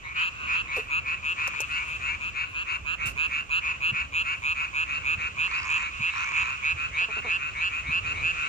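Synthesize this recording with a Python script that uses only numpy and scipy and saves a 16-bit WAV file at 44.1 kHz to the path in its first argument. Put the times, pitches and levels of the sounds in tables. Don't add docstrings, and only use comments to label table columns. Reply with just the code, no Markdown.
import sys
import numpy as np
from scipy import signal
from scipy.fft import rfft, irfft
from scipy.io import wavfile

SR = 44100
rng = np.random.default_rng(int(sys.argv[2]) if len(sys.argv) > 2 else 0)


def nominal_scale(level):
    x = np.asarray(level, float) / 20
    return 10 ** x


def materialize(psi):
    bounded = np.clip(np.atleast_2d(psi).T, -1, 1)
    quanta = np.round(bounded * 32767).astype(np.int16)
    wavfile.write(sys.argv[1], SR, quanta)


N = 373968


def at_hz(points, hz):
    point_hz, level_db = np.transpose(points)
    return np.interp(np.log(hz), np.log(point_hz), level_db)


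def drift(rate_hz):
    knots = rng.standard_normal(int(N / SR * rate_hz) + 3)
    return np.interp(np.arange(N) / SR * rate_hz, np.arange(len(knots)), knots)


def coloured(spectrum, alike, lag_ms):
    hz = np.maximum(np.arange(N // 2 + 1) * SR / N, 1)
    share = np.clip(at_hz(alike, hz), 0, 1)
    shared, left, right = rfft(rng.standard_normal((3, N)))
    late = shared * np.exp(-2j * np.pi * hz * lag_ms / 1000)
    pair = np.sqrt(share) * np.array([shared, late]) + np.sqrt(1 - share) * np.array([left, right])
    noise = irfft(pair * nominal_scale(at_hz(spectrum, hz)), N)
    return noise / noise.std()


def pulses(at_s, modes, pan_db, lag_ms):
    out = np.zeros((2, N))
    length, lead = 310, 8
    index = np.floor(at_s * SR).astype(int)[:, None] - lead + np.arange(length)
    inside = (index >= 0) & (index < N)
    fade = np.sin(np.pi / 2 * np.minimum(np.arange(length, 0, -1) / 130, 1)) ** 2
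    for side, sign in enumerate((1, -1)):
        arrival = at_s + side * lag_ms / 1000
        t = np.maximum(index / SR - arrival[:, None], 0)
        pan = nominal_scale(sign * pan_db / 2)
        wave = 0
        for hz, height, rise_ms in modes:
            u = t / (rise_ms / 1000)
            swell = (u * np.exp(1 - u)) ** 2
            wave = wave + (height * pan)[:, None] * swell * np.sin(2 * np.pi * hz[:, None] * t)
        out[side] = np.bincount(index[inside], (wave * fade)[inside], N)
    return out


# pitch_hz, level_db (per Hz)
ROAD_COLOUR = [(12, -59.5), (20, -44.5), (37, -6.5), (64, 1.5), (112, -6), (166, -13.5), (310, -19),
               (352, -20), (433, -20.5), (900, -24), (1170, -64.5), (1980, -120)]
# pitch_hz, likeness (0-1)
ROAD_ALIKE = [(25, 0.35), (70, 0.6), (150, 0.88), (400, 0.7), (900, 0.5)]
# time_s, change_db, half_width_s
ROAD_SWELLS = [
    (1.5, 0.5, 0.3),
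    (3.062, 4.5, 0.13),
    (4.1, 0.5, 0.19),
    (5.151, 2.5, 0.22),
    (6.1, -3, 0.15),
    (7.899, 2, 0.1),
    (8.179, 6.5, 0.19),
    (8.48, 2.5, 0.049),
]


def traffic():
    t = np.arange(N) / SR
    level_db = -47.5 + drift(6.4)
    for time_s, change_db, half_width_s in ROAD_SWELLS:
        level_db = level_db + change_db * np.exp(-((t - time_s) / half_width_s) ** 2)
    return nominal_scale(level_db) * coloured(ROAD_COLOUR, ROAD_ALIKE, lag_ms=0.15)


# pitch_hz, level_db (per Hz)
NIGHT_COLOUR = [(410, -51), (700, -28.5), (873, -45.5), (1090, -6), (1830, -18.5), (2170, -12.5),
                (2430, -5.5), (2560, -2), (3370, -21), (3990, -24.5), (5170, -30), (6970, -22),
                (10400, -52), (15600, -73)]
# time_s, level_db
NIGHT_LOUDNESS = [(0.0, -42), (0.57, -38), (1.04, -42), (1.49, -35), (2.24, -37), (2.36, -41), (5.41, -37),
                  (5.55, -34), (6.42, -33), (6.68, -37), (7.75, -37), (8.48, -32)]


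def night_noise():
    level_db = np.interp(np.arange(N) / SR, *np.transpose(NIGHT_LOUDNESS))
    noise = coloured(NIGHT_COLOUR, [(1000, 0.64), (9000, 0.35)], lag_ms=0.388)
    return nominal_scale(level_db - 6 + drift(9)) * noise


# start_s, length_s, level_db (rms), low_edge_hz, crackle_db
RUBS = [(0.186, 0.073, -58, 5660, 12), (0.74, 0.13, -57, 4000, 0), (0.762, 0.033, -42.5, 3030, 0.5),
        (1.473, 0.014, -38.5, 2500, 14), (1.602, 0.019, -32.5, 4000, 22), (3.069, 0.016, -50.5, 102.2, -5),
        (1.639, 0.45, -61.5, 7250, -4.5), (1.88, 0.03, -53.5, 7040, 12), (2.478, 0.086, -62, 8450, 3),
        (2.717, 0.057, -59, 6900, 10), (3.055, 0.056, -38.5, 3120, 1), (3.102, 0.034, -61, 4950, -1),
        (3.13, 0.32, -63.5, 6840, 3.5), (4.106, 0.6, -65, 8950, -3), (8.142, 0.076, -63, 8100, 10.5)]


def rustles():
    out, t = np.zeros((2, N)), np.arange(N) / SR
    for start_s, length_s, level_db, low_edge_hz, crackle_db in RUBS:
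        span = slice(int(start_s * SR), int((start_s + 10 * length_s) * SR))
        u = (t[span] - start_s) / length_s
        shape = np.minimum(12 * u, 1) * np.exp(-u ** 3)
        steps = np.repeat(rng.standard_normal(len(u) // 40 + 1), 40)[:len(u)]
        crackle = nominal_scale(min(crackle_db, 2.5) * steps)
        band = signal.butter(1, [low_edge_hz, 11000], "band", fs=SR, output="sos")
        rub = signal.sosfilt(band, rng.standard_normal((2, len(u))))
        out[:, span] += nominal_scale(level_db) * shape * crackle * rub
    return out


# start_s, level_db (peak), pitch_hz
HAND_BUMPS = [(0.97, -40.5, 80), (2.805, -42, 51), (3.04, -37, 59.6), (3.057, -36.5, 133),
              (3.917, -32.5, 124.5), (5.08, -52, 66), (5.168, -38, 104), (5.994, -36, 133),
              (6.728, -34, 81.5), (7.866, -37, 69.5), (7.886, -35, 148)]


def bumps():
    out, t = np.zeros((2, N)), np.arange(N) / SR
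    for start_s, level_db, pitch_hz in HAND_BUMPS:
        span = slice(int(start_s * SR), int(start_s * SR) + 6000)
        since = t[span] - start_s
        u = since * pitch_hz
        ring = np.sin(2 * np.pi * pitch_hz * since) + 0.48 * np.sin(3.1 * np.pi * pitch_hz * since)
        out[:, span] += nominal_scale(level_db) * u * np.exp(1 - u) * ring
    return out


# start_s, level_db (peak), pitch_hz,
# rise_ms
LOW_RINGS = [
    (0.777, -30, 440, 10.4),
    (1.4765, -38, 546, 4.2),
    (1.4765, -38, 804, 2),
    (1.6019, -33.5, 474, 2.3),
    (1.603, -36.5, 904, 3.5),
    (1.612, -43, 562, 5.8),
]


def knocks():
    out = np.zeros(N)
    t = np.arange(SR // 10) / SR
    for start_s, level_db, pitch_hz, rise_ms in LOW_RINGS:
        u = t / (rise_ms / 1000)
        ring = (u * np.exp(1 - u)) ** 2 * np.sin(2 * np.pi * pitch_hz * t)
        out[int(start_s * SR):][:len(t)] += nominal_scale(level_db) * ring
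    return out


# start_s, level_db (peak), pitch_hz
PLASTIC_TICKS = [
    (1.477, -28.5, 5970),
    (1.4855, -56, 8500),
    (1.604, -29.5, 6930),
    (1.607, -26, 6270),
    (3.057, -37, 7900),
    (3.073, -33, 6900),
]


def ticks():
    start_s, level_db, pitch_hz = np.transpose(PLASTIC_TICKS)
    height = nominal_scale(level_db)
    modes = [(pitch_hz, height, 0.5), (0.98 * pitch_hz, height, 0.3)]
    return pulses(start_s, modes, np.full(len(start_s), -3.0), np.full(len(start_s), 0.25))


def with_direction(calls, bearing):
    start_s = np.transpose(calls)[0]
    time_s, pan_db, lag_ms = np.transpose(bearing)
    return np.column_stack([calls, np.interp(start_s, time_s, pan_db), np.interp(start_s, time_s, lag_ms)])


# share_of_call (0-1), sac_swell_db, throat_swell_db, pitch_factor
CALL_COURSE = [(0, -16, -2, .9), (.08, -10, 0, .912), (.15, -5, 0, .928), (.22, -2.5, 0, .942),
               (.35, 0, -1, .963), (.55, 0, -3, .988), (.9, -1.5, -3, 1.012), (.95, -3, -4, 1.012),
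               (1, -8, -7, 1.005)]
QUICKENING = [(0, 8.3), (4, 6.6), (16, 5.3)]
# ratio_to_sac_pitch, level_db, rise_ms, follows_sac (0-1)
FROG_BODY = [(1.003, 0.5, 1.85, 1.0), (0.42, -22, 4.2, 0.6), (.55, -20.5, 5.93, 0.6), (.66, -32, 1.8, 0.9),
             (0.799, -22.5, 10.3, 0.32), (1.552, -31.5, 0.48, 1), (1.8, -33, 0.23, 1)]
# pitch_hz, level_db, rise_ms
PORT_RINGS = [(6930, -39.5, 1.33), (9250, -56.5, .8)]


def tree_frogs(calls, rough_per_db, body=FROG_BODY, count=18):
    start, length, peak_db, hz, pan_db, lag_ms = (c[:, None] for c in np.transpose(calls))
    gaps = np.interp(np.arange(count), *np.transpose(QUICKENING))
    share = (np.cumsum(gaps) - gaps) / gaps[:-1].sum()
    at, sac_db, throat_db, rise = np.transpose(CALL_COURSE)
    clearest = 0.07
    rough = np.clip(clearest + rough_per_db * (-19 - peak_db), clearest, 1)
    chance = rng.standard_normal((len(calls), count, 12)) * rough[..., None]
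    colour = rng.standard_normal((len(calls), 1, 10))
    when = start + length * share + 0.0004 * chance[..., 0]
    pitch = hz * np.interp(share, at, rise) * (1 + 0.012 * chance[..., 1])
    resonances = []
    for ratio, level_db, rise_ms, follows in body:
        base = pitch if ratio > 0.45 else hz + 0 * pitch
        wander = 0.045 * (ratio > 1.4) * rng.standard_normal(pitch.shape)
        resonances.append((ratio * base * (1 + wander), level_db, rise_ms, follows))
    for port_hz, level_db, rise_ms in PORT_RINGS:
        resonances.append((port_hz * np.sqrt(pitch / 2600), level_db, rise_ms, 0.9))
    side_on_db = 1.4585 * np.clip(-8.5 - peak_db, 0, 9)
    modes = []
    for k, (mode_hz, level_db, rise_ms, follows) in enumerate(resonances):
        swell_db = np.interp(share, at, follows * sac_db + (1 - follows) * throat_db)
        own_db = 4 * chance[..., 2 + k]
        if k > 0:
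            own_db = own_db + 1.5 * colour[..., k] + side_on_db
        height = nominal_scale(peak_db + level_db + swell_db + own_db)
        modes.append((mode_hz.ravel(), height.ravel(), rise_ms))
    return pulses(when.ravel(), modes, np.repeat(pan_db, count), np.repeat(lag_ms, count))


def far_frogs(level_db=-42, count=28):
    # start_s, length_s, level_db, pitch_hz, pan_db, lag_ms
    low = [0.15, 0.1, level_db, 2400, -4, 0.2]
    high = [N / SR, 0.13, level_db + 4, 2750, 1.5, 0.5]
    calls = low + rng.random((count, 6)) * np.subtract(high, low)
    return tree_frogs(calls, rough_per_db=4.0)


# start_s, length_s, level_db (peak), pitch_hz (throat), upper_db
DEEP_GRUNTS = [
    (0.766, 0.027, -32, 542, -1.5),
    (7.013, 0.03, -48, 476, 8),
    (7.085, 0.03, -40.5, 463, 3.5),
    (7.166, 0.034, -39, 459, 2),
    (7.246, 0.0404, -37.5, 493, 2.5),
    (7.297, 0.018, -49, 460, 0),
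]


def grunts():
    out = 0
    for start_s, length_s, level_db, pitch_hz, upper_db in DEEP_GRUNTS:
        gap_s = 2 / pitch_hz
        even = np.arange(0, length_s, gap_s)
        done = even / length_s
        jitter = 0.05 * gap_s * rng.standard_normal(len(even))
        when = start_s + even * (1 + 0.08 * done) + jitter
        height = nominal_scale(level_db - 6 * done + rng.standard_normal(len(even)))
        sink = pitch_hz * (1 - 0.14 * done)
        modes = [(sink, height, 2.3),
                 (1.55 * sink, height * nominal_scale(upper_db - 2), 1.2),
                 (2.05 * sink, height * nominal_scale(upper_db - 1), 1.1)]
        out = out + pulses(when, modes, np.full(len(even), -1.5), np.full(len(even), 0.047))
    return out


# start_s, level_db (peak)
SMALL_FROG_CALLS = [(0.04, -49), (0.68, -47), (5.825, -45), (6.1, -43), (6.41, -46), (6.66, -45),
                    (6.945, -43), (7.25, -44), (7.57, -44), (7.87, -42.5), (8.16, -43), (8.425, -43.5)]


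def small_frog(count=10):
    start_s, level_db = np.repeat(SMALL_FROG_CALLS, count, axis=0).T
    step = np.tile(np.arange(count), len(SMALL_FROG_CALLS))
    height = nominal_scale(level_db + 1.5 * rng.standard_normal(len(step)))
    jitter = 0.0002 * rng.standard_normal(len(step))
    when = start_s + 0.0062 * step - 0.00006 * step ** 2 + jitter
    pitch_hz = 3750 + 25 * step
    return pulses(when, [(pitch_hz, height, 1.1)], np.full(len(when), -1.5), np.full(len(when), 0.75))


# start_s, level_db (peak)
RATTLE_STROKES = [(5.4401, -35), (5.4489, -35.5), (5.4624, -36.5), (5.4768, -32.5), (5.5125, -30.5),
                  (5.5227, -33), (5.534, -40), (5.5431, -34.9), (5.5512, -32), (5.5628, -35), (5.5808, -33),
                  (5.59, -36), (5.5996, -32), (5.6188, -36), (5.6308, -32.5), (5.6435, -35), (5.6524, -32.5),
                  (5.6591, -32.4), (5.6694, -30), (5.679, -33), (5.6913, -30), (5.7025, -31), (5.7139, -33.5),
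                  (5.7237, -31), (5.7324, -38), (5.742, -30), (5.7532, -36.9), (5.7613, -30.4),
                  (5.7694, -32.8), (5.7797, -30), (5.7881, -33), (5.7958, -30.5), (5.8043, -33),
                  (5.8132, -39), (5.821, -33), (5.8278, -32),
                  (6.136, -30.5), (6.1528, -32.6), (6.16, -28), (6.1704, -31), (6.18, -30), (6.195, -32.7),
                 (6.206, -28.5), (6.2165, -32.5), (6.2276, -38), (6.2346, -33), (6.2436, -31),
                 (6.2597, -37), (6.2743, -31.5), (6.2889, -33), (6.297, -39), (6.308, -35.6), (6.3187, -30),
                 (6.339, -37), (6.3495, -35), (6.3652, -33), (6.3779, -29), (6.3872, -31.6), (6.3976, -33),
                 (6.41, -33.5), (6.417, -31.8), (6.4287, -30), (6.4404, -35), (6.4552, -32.5),
                 (6.4727, -37), (6.4796, -32), (6.4935, -35), (6.503, -31),
                  (1.3815, -36), (1.396, -34.7), (1.409, -36), (1.4154, -37.7), (1.4353, -35.0),
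                (1.4412, -34), (1.469, -30), (1.4783, -31), (1.5377, -34.3), (1.5478, -32.5)]
# pitch_hz, level_db, rise_ms
RATTLE_BODY = [(1062, 1.5, 1.76), (1810, 4, 0.6), (2260, -5.5, 2.2), (3830, -21, 0.72)]
# time_s, pitch_hz, level_db (against the stroke)
RATTLE_CLIMB = [(1.33, 3950, -10), (1.6, 4300, -10), (5.43, 4100, -8), (5.56, 4500, -2), (5.585, 4850, 0),
                (5.645, 5050, 0), (5.652, 6700, -6), (5.7, 6950, -4), (5.83, 7100, -7), (6.13, 5200, -14),
                (6.2, 5900, -8), (6.26, 6500, -6), (6.38, 6900, -5), (6.46, 7000, -8), (6.53, 6600, -16)]


def rattles():
    when, level_db = np.array(RATTLE_STROKES).T
    chance = rng.standard_normal((len(when), 4))
    height = nominal_scale(level_db)
    modes = []
    for pitch_hz, mode_db, rise_ms in RATTLE_BODY:
        modes.append((pitch_hz * (1 + 0.014 * chance[:, 0]), height * nominal_scale(mode_db), rise_ms))
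    time_s, top_hz, top_db = np.transpose(RATTLE_CLIMB)
    top = np.interp(when, time_s, top_hz)
    bright = height * nominal_scale(np.interp(when, time_s, top_db) + 2 * chance[:, 1])
    modes += [(top * (1 + 0.02 * chance[:, 2]), bright * nominal_scale(-4), 1.3),
              (top * (1 + 0.05 * chance[:, 3]), bright * nominal_scale(-6), 0.6),
              (0.82 * top, bright * nominal_scale(-3), 0.4),
              (0.68 * top, bright * nominal_scale(-5), 0.4)]
    return pulses(when, modes, np.full(len(when), -2.5), np.full(len(when), -0.15))


SHORE_ROUGH_PER_DB = 0.014
# start_s, level_db (peak), pitch_hz (sac)
STRAY_FROG_CALLS = [(0.015, -35, 2080), (0.14, -27, 2990), (0.302, -36.5, 2640), (0.37, -30.5, 2710),
                    (0.405, -31.5, 2630), (1.489, -31, 2470), (1.789, -32.5, 2620), (2.417, -36, 2630),
                    (4.754, -34.5, 2520), (5.561, -34, 2260), (5.619, -28, 2580), (5.696, -35, 2570),
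                    (5.899, -32, 2630), (6.183, -29, 2320), (6.241, -28, 2390), (6.292, -26.5, 2650),
                    (6.499, -36, 2480), (8.3, -29, 2570)]


def stray_frogs():
    calls = [(start_s, 0.11, level_db, pitch_hz) for start_s, level_db, pitch_hz in STRAY_FROG_CALLS]
    return tree_frogs(with_direction(calls, NEAR_DIRECTION), SHORE_ROUGH_PER_DB)


# start_s, level_db (peak)
BIG_FROG_CALLS = [(0.03, -33), (0.671, -27.5), (1.041, -33.5), (1.385, -30.5), (1.735, -26), (2.052, -25),
                  (2.345, -28), (2.662, -29.5), (2.975, -29), (3.29, -28.5), (3.612, -31), (3.93, -28.5),
                  (4.251, -27.5), (4.56, -31), (4.86, -31.5), (5.175, -30.5), (5.469, -29.5), (5.79, -27.5),
                  (6.058, -31), (6.34, -28), (6.611, -29.5), (6.915, -26.5), (7.22, -27.5), (7.535, -26.5),
                  (7.831, -27.5), (8.125, -28), (8.42, -30.5)]


def big_frog():
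    calls = [(start_s, 0.105, level_db, 2340) for start_s, level_db in BIG_FROG_CALLS]
    return tree_frogs(with_direction(calls, SHORE_DIRECTION), SHORE_ROUGH_PER_DB)


def partners(shore):
    # start_s, length_s, level_db, pitch_hz, pan_db, lag_ms
    shift = [0.02, -0.008, -11.5, -80, -2.5, -0.08]
    spread = [0.025, 0.017, 1.5, 140, 4.5, 0.16]
    return shore + shift + rng.random(shore.shape) * spread


# start_s, length_s, level_db (peak), pitch_hz (sac)
SHORE_FROG_CALLS = [(0.1448, 0.092, -21.5, 2597), (0.468, 0.098, -20.5, 2560), (0.7001, 0.11, -22.5, 2600),
                    (1.043, 0.11, -22, 2585), (1.3629, 0.11, -22, 2586), (1.683, 0.106, -23, 2696),
                    (1.996, 0.12, -24, 2640), (2.3335, 0.11, -24, 2630), (2.6566, 0.11, -24, 2650),
                    (2.9859, 0.11, -24, 2660), (3.292, 0.12, -22.5, 2633), (3.6147, 0.11, -21.5, 2597),
                    (3.9246, 0.1, -22.5, 2615), (4.2331, 0.11, -23.5, 2690), (4.5453, 0.11, -23, 2610),
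                    (4.8662, 0.12, -23, 2627), (5.1725, 0.11, -24.5, 2600), (5.506, 0.095, -23.5, 2610),
                    (5.7513, 0.12, -25, 2575), (6.1345, 0.11, -25, 2577), (6.4083, 0.14, -23.5, 2550),
                    (6.7598, 0.11, -24, 2600), (7.0883, 0.11, -24, 2616), (7.378, 0.12, -24.5, 2600),
                    (7.6967, 0.11, -24.5, 2580), (8.0293, 0.1, -23.5, 2616), (8.3543, 0.12, -24, 2605)]
# time_s, pan_db (left minus right), lag_ms (right port)
SHORE_DIRECTION = [(0.3, -2.5, 0.39), (2.6, 1.5, 0.45), (2.998, -5.5, 0.49), (3.598, -1.5, 0.39),
                   (5.1, -2, 0.48), (5.7, -3.5, 0.48), (8.4, -1, 0.47)]


def shore_group():
    shore = with_direction(SHORE_FROG_CALLS, SHORE_DIRECTION)
    return tree_frogs(np.vstack([shore, partners(shore)]), SHORE_ROUGH_PER_DB)


# start_s, length_s, level_db (peak), pitch_hz (sac)
NEAR_FROG_CALLS = [(0.1853, 0.1045, -20.3, 2629), (0.5167, 0.1005, -20.1, 2666),
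                   (0.892, 0.104, -17.9, 2603), (1.2257, 0.107, -19.6, 2657), (1.5333, 0.1195, -22.7, 2594),
                   (1.8633, 0.107, -25.4, 2569), (2.1932, 0.104, -23.8, 2603), (2.529, 0.1015, -23.0, 2671),
                   (2.8458, 0.103, -21.8, 2669), (3.1591, 0.1085, -17.5, 2624),
                   (3.4926, 0.1015, -16.6, 2684), (3.8051, 0.104, -16.5, 2678),
                   (4.1228, 0.1015, -17.2, 2642), (4.4196, 0.112, -17.5, 2587),
                   (4.7288, 0.111, -18.0, 2612), (5.0361, 0.112, -17.0, 2585),
                   (5.3669, 0.1055, -17.2, 2636), (5.675, 0.1065, -17.2, 2594),
                   (5.9964, 0.105, -17.9, 2631), (6.3309, 0.1015, -17.4, 2569), (6.6178, 0.11, -17.1, 2590),
                   (6.9553, 0.0985, -17.7, 2649), (7.2694, 0.1015, -18.1, 2662),
                   (7.5887, 0.0985, -18.9, 2689), (7.8923, 0.1025, -17.4, 2673),
                   (8.2116, 0.1035, -17.0, 2654)]
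# time_s, pan_db (left minus right), lag_ms (right port)
NEAR_DIRECTION = [(0.1, -1, 0.28), (0.5, -4, 0.26), (1.5, 3, 0.36), (2.5, -0.5, 0.25), (2.85, -8, 0.26),
                  (3.5, -4, 0.28), (4.1, -2.5, 0.32), (5.4, -5, 0.33), (8.4, -3.5, 0.41)]
# ratio_to_sac_pitch, level_db, rise_ms, follows_sac (0-1)
NEAR_FROG_BODY = [(1.0, 0, 1.85, 1), (.405, -26.5, 5.4, 0.0), (.495, -27, 2.4, 0.77), (.62, -29, 3.2, 1),
                  (1.16, -27, 1.16, 0.85), (1.53, -39, 2.2, 0.9), (1.72, -38, 0.5, 1)]


def near_frog():
    calls = with_direction(NEAR_FROG_CALLS, NEAR_DIRECTION)
    return tree_frogs(calls, rough_per_db=0.008, body=NEAR_FROG_BODY)


# delay_s, level_db
WATER_ECHOES = [(0.023, -35.5), (0.04, -16.5)]


def field(x, scattered):
    dull, out = signal.lfilter([0.55], [1, -0.45], x), x.copy()
    for delay_s, level_db in WATER_ECHOES:
        for side in (0, 1):
            lag = int(delay_s * (1 + 0.2 * side) * SR)
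            out[side, lag:] += nominal_scale(level_db) * dull[side, :-lag]
    t = np.arange(SR // 4) / SR
    reeds_t60_s, reeds_db = 0.055, -11
    tail = rng.standard_normal((2, len(t))) * nominal_scale(-60 * t / reeds_t60_s) * (t > 0.002)
    tail /= np.linalg.norm(tail, axis=1, keepdims=True)
    return out + nominal_scale(reeds_db) * signal.fftconvolve(scattered, tail, axes=1)[:, :N]


def scene():
    no_bass = signal.butter(8, 975, "high", fs=SR, output="sos")
    clear = signal.sosfilt(no_bass, near_frog() + small_frog() + rattles())
    hidden = signal.sosfilt(no_bass, shore_group() + big_frog() + stray_frogs() + far_frogs())
    hidden = hidden + grunts()
    scattered = nominal_scale(-10) * clear + hidden
    port_tilt_db = np.array([[0.825], [-0.825]])
    frogs = field(clear + hidden, scattered) * nominal_scale(port_tilt_db)
    handling = rustles() + bumps() + knocks() + ticks()
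    rest = night_noise() + traffic() + handling
    return frogs + rest * nominal_scale([[-1.2], [1.2]])


def roll_off(x):
    return signal.sosfilt(signal.butter(12, 15740, fs=SR, output="sos"), x)


def record(dry):
    hissy = dry + nominal_scale(-73) * rng.standard_normal(dry.shape)
    low_pass = signal.cheby2(12, 60, 16000, fs=SR, output="sos")
    mix = signal.sosfilt(low_pass, hissy)
    return roll_off(mix)


dry = scene()
out = record(dry)
materialize(out)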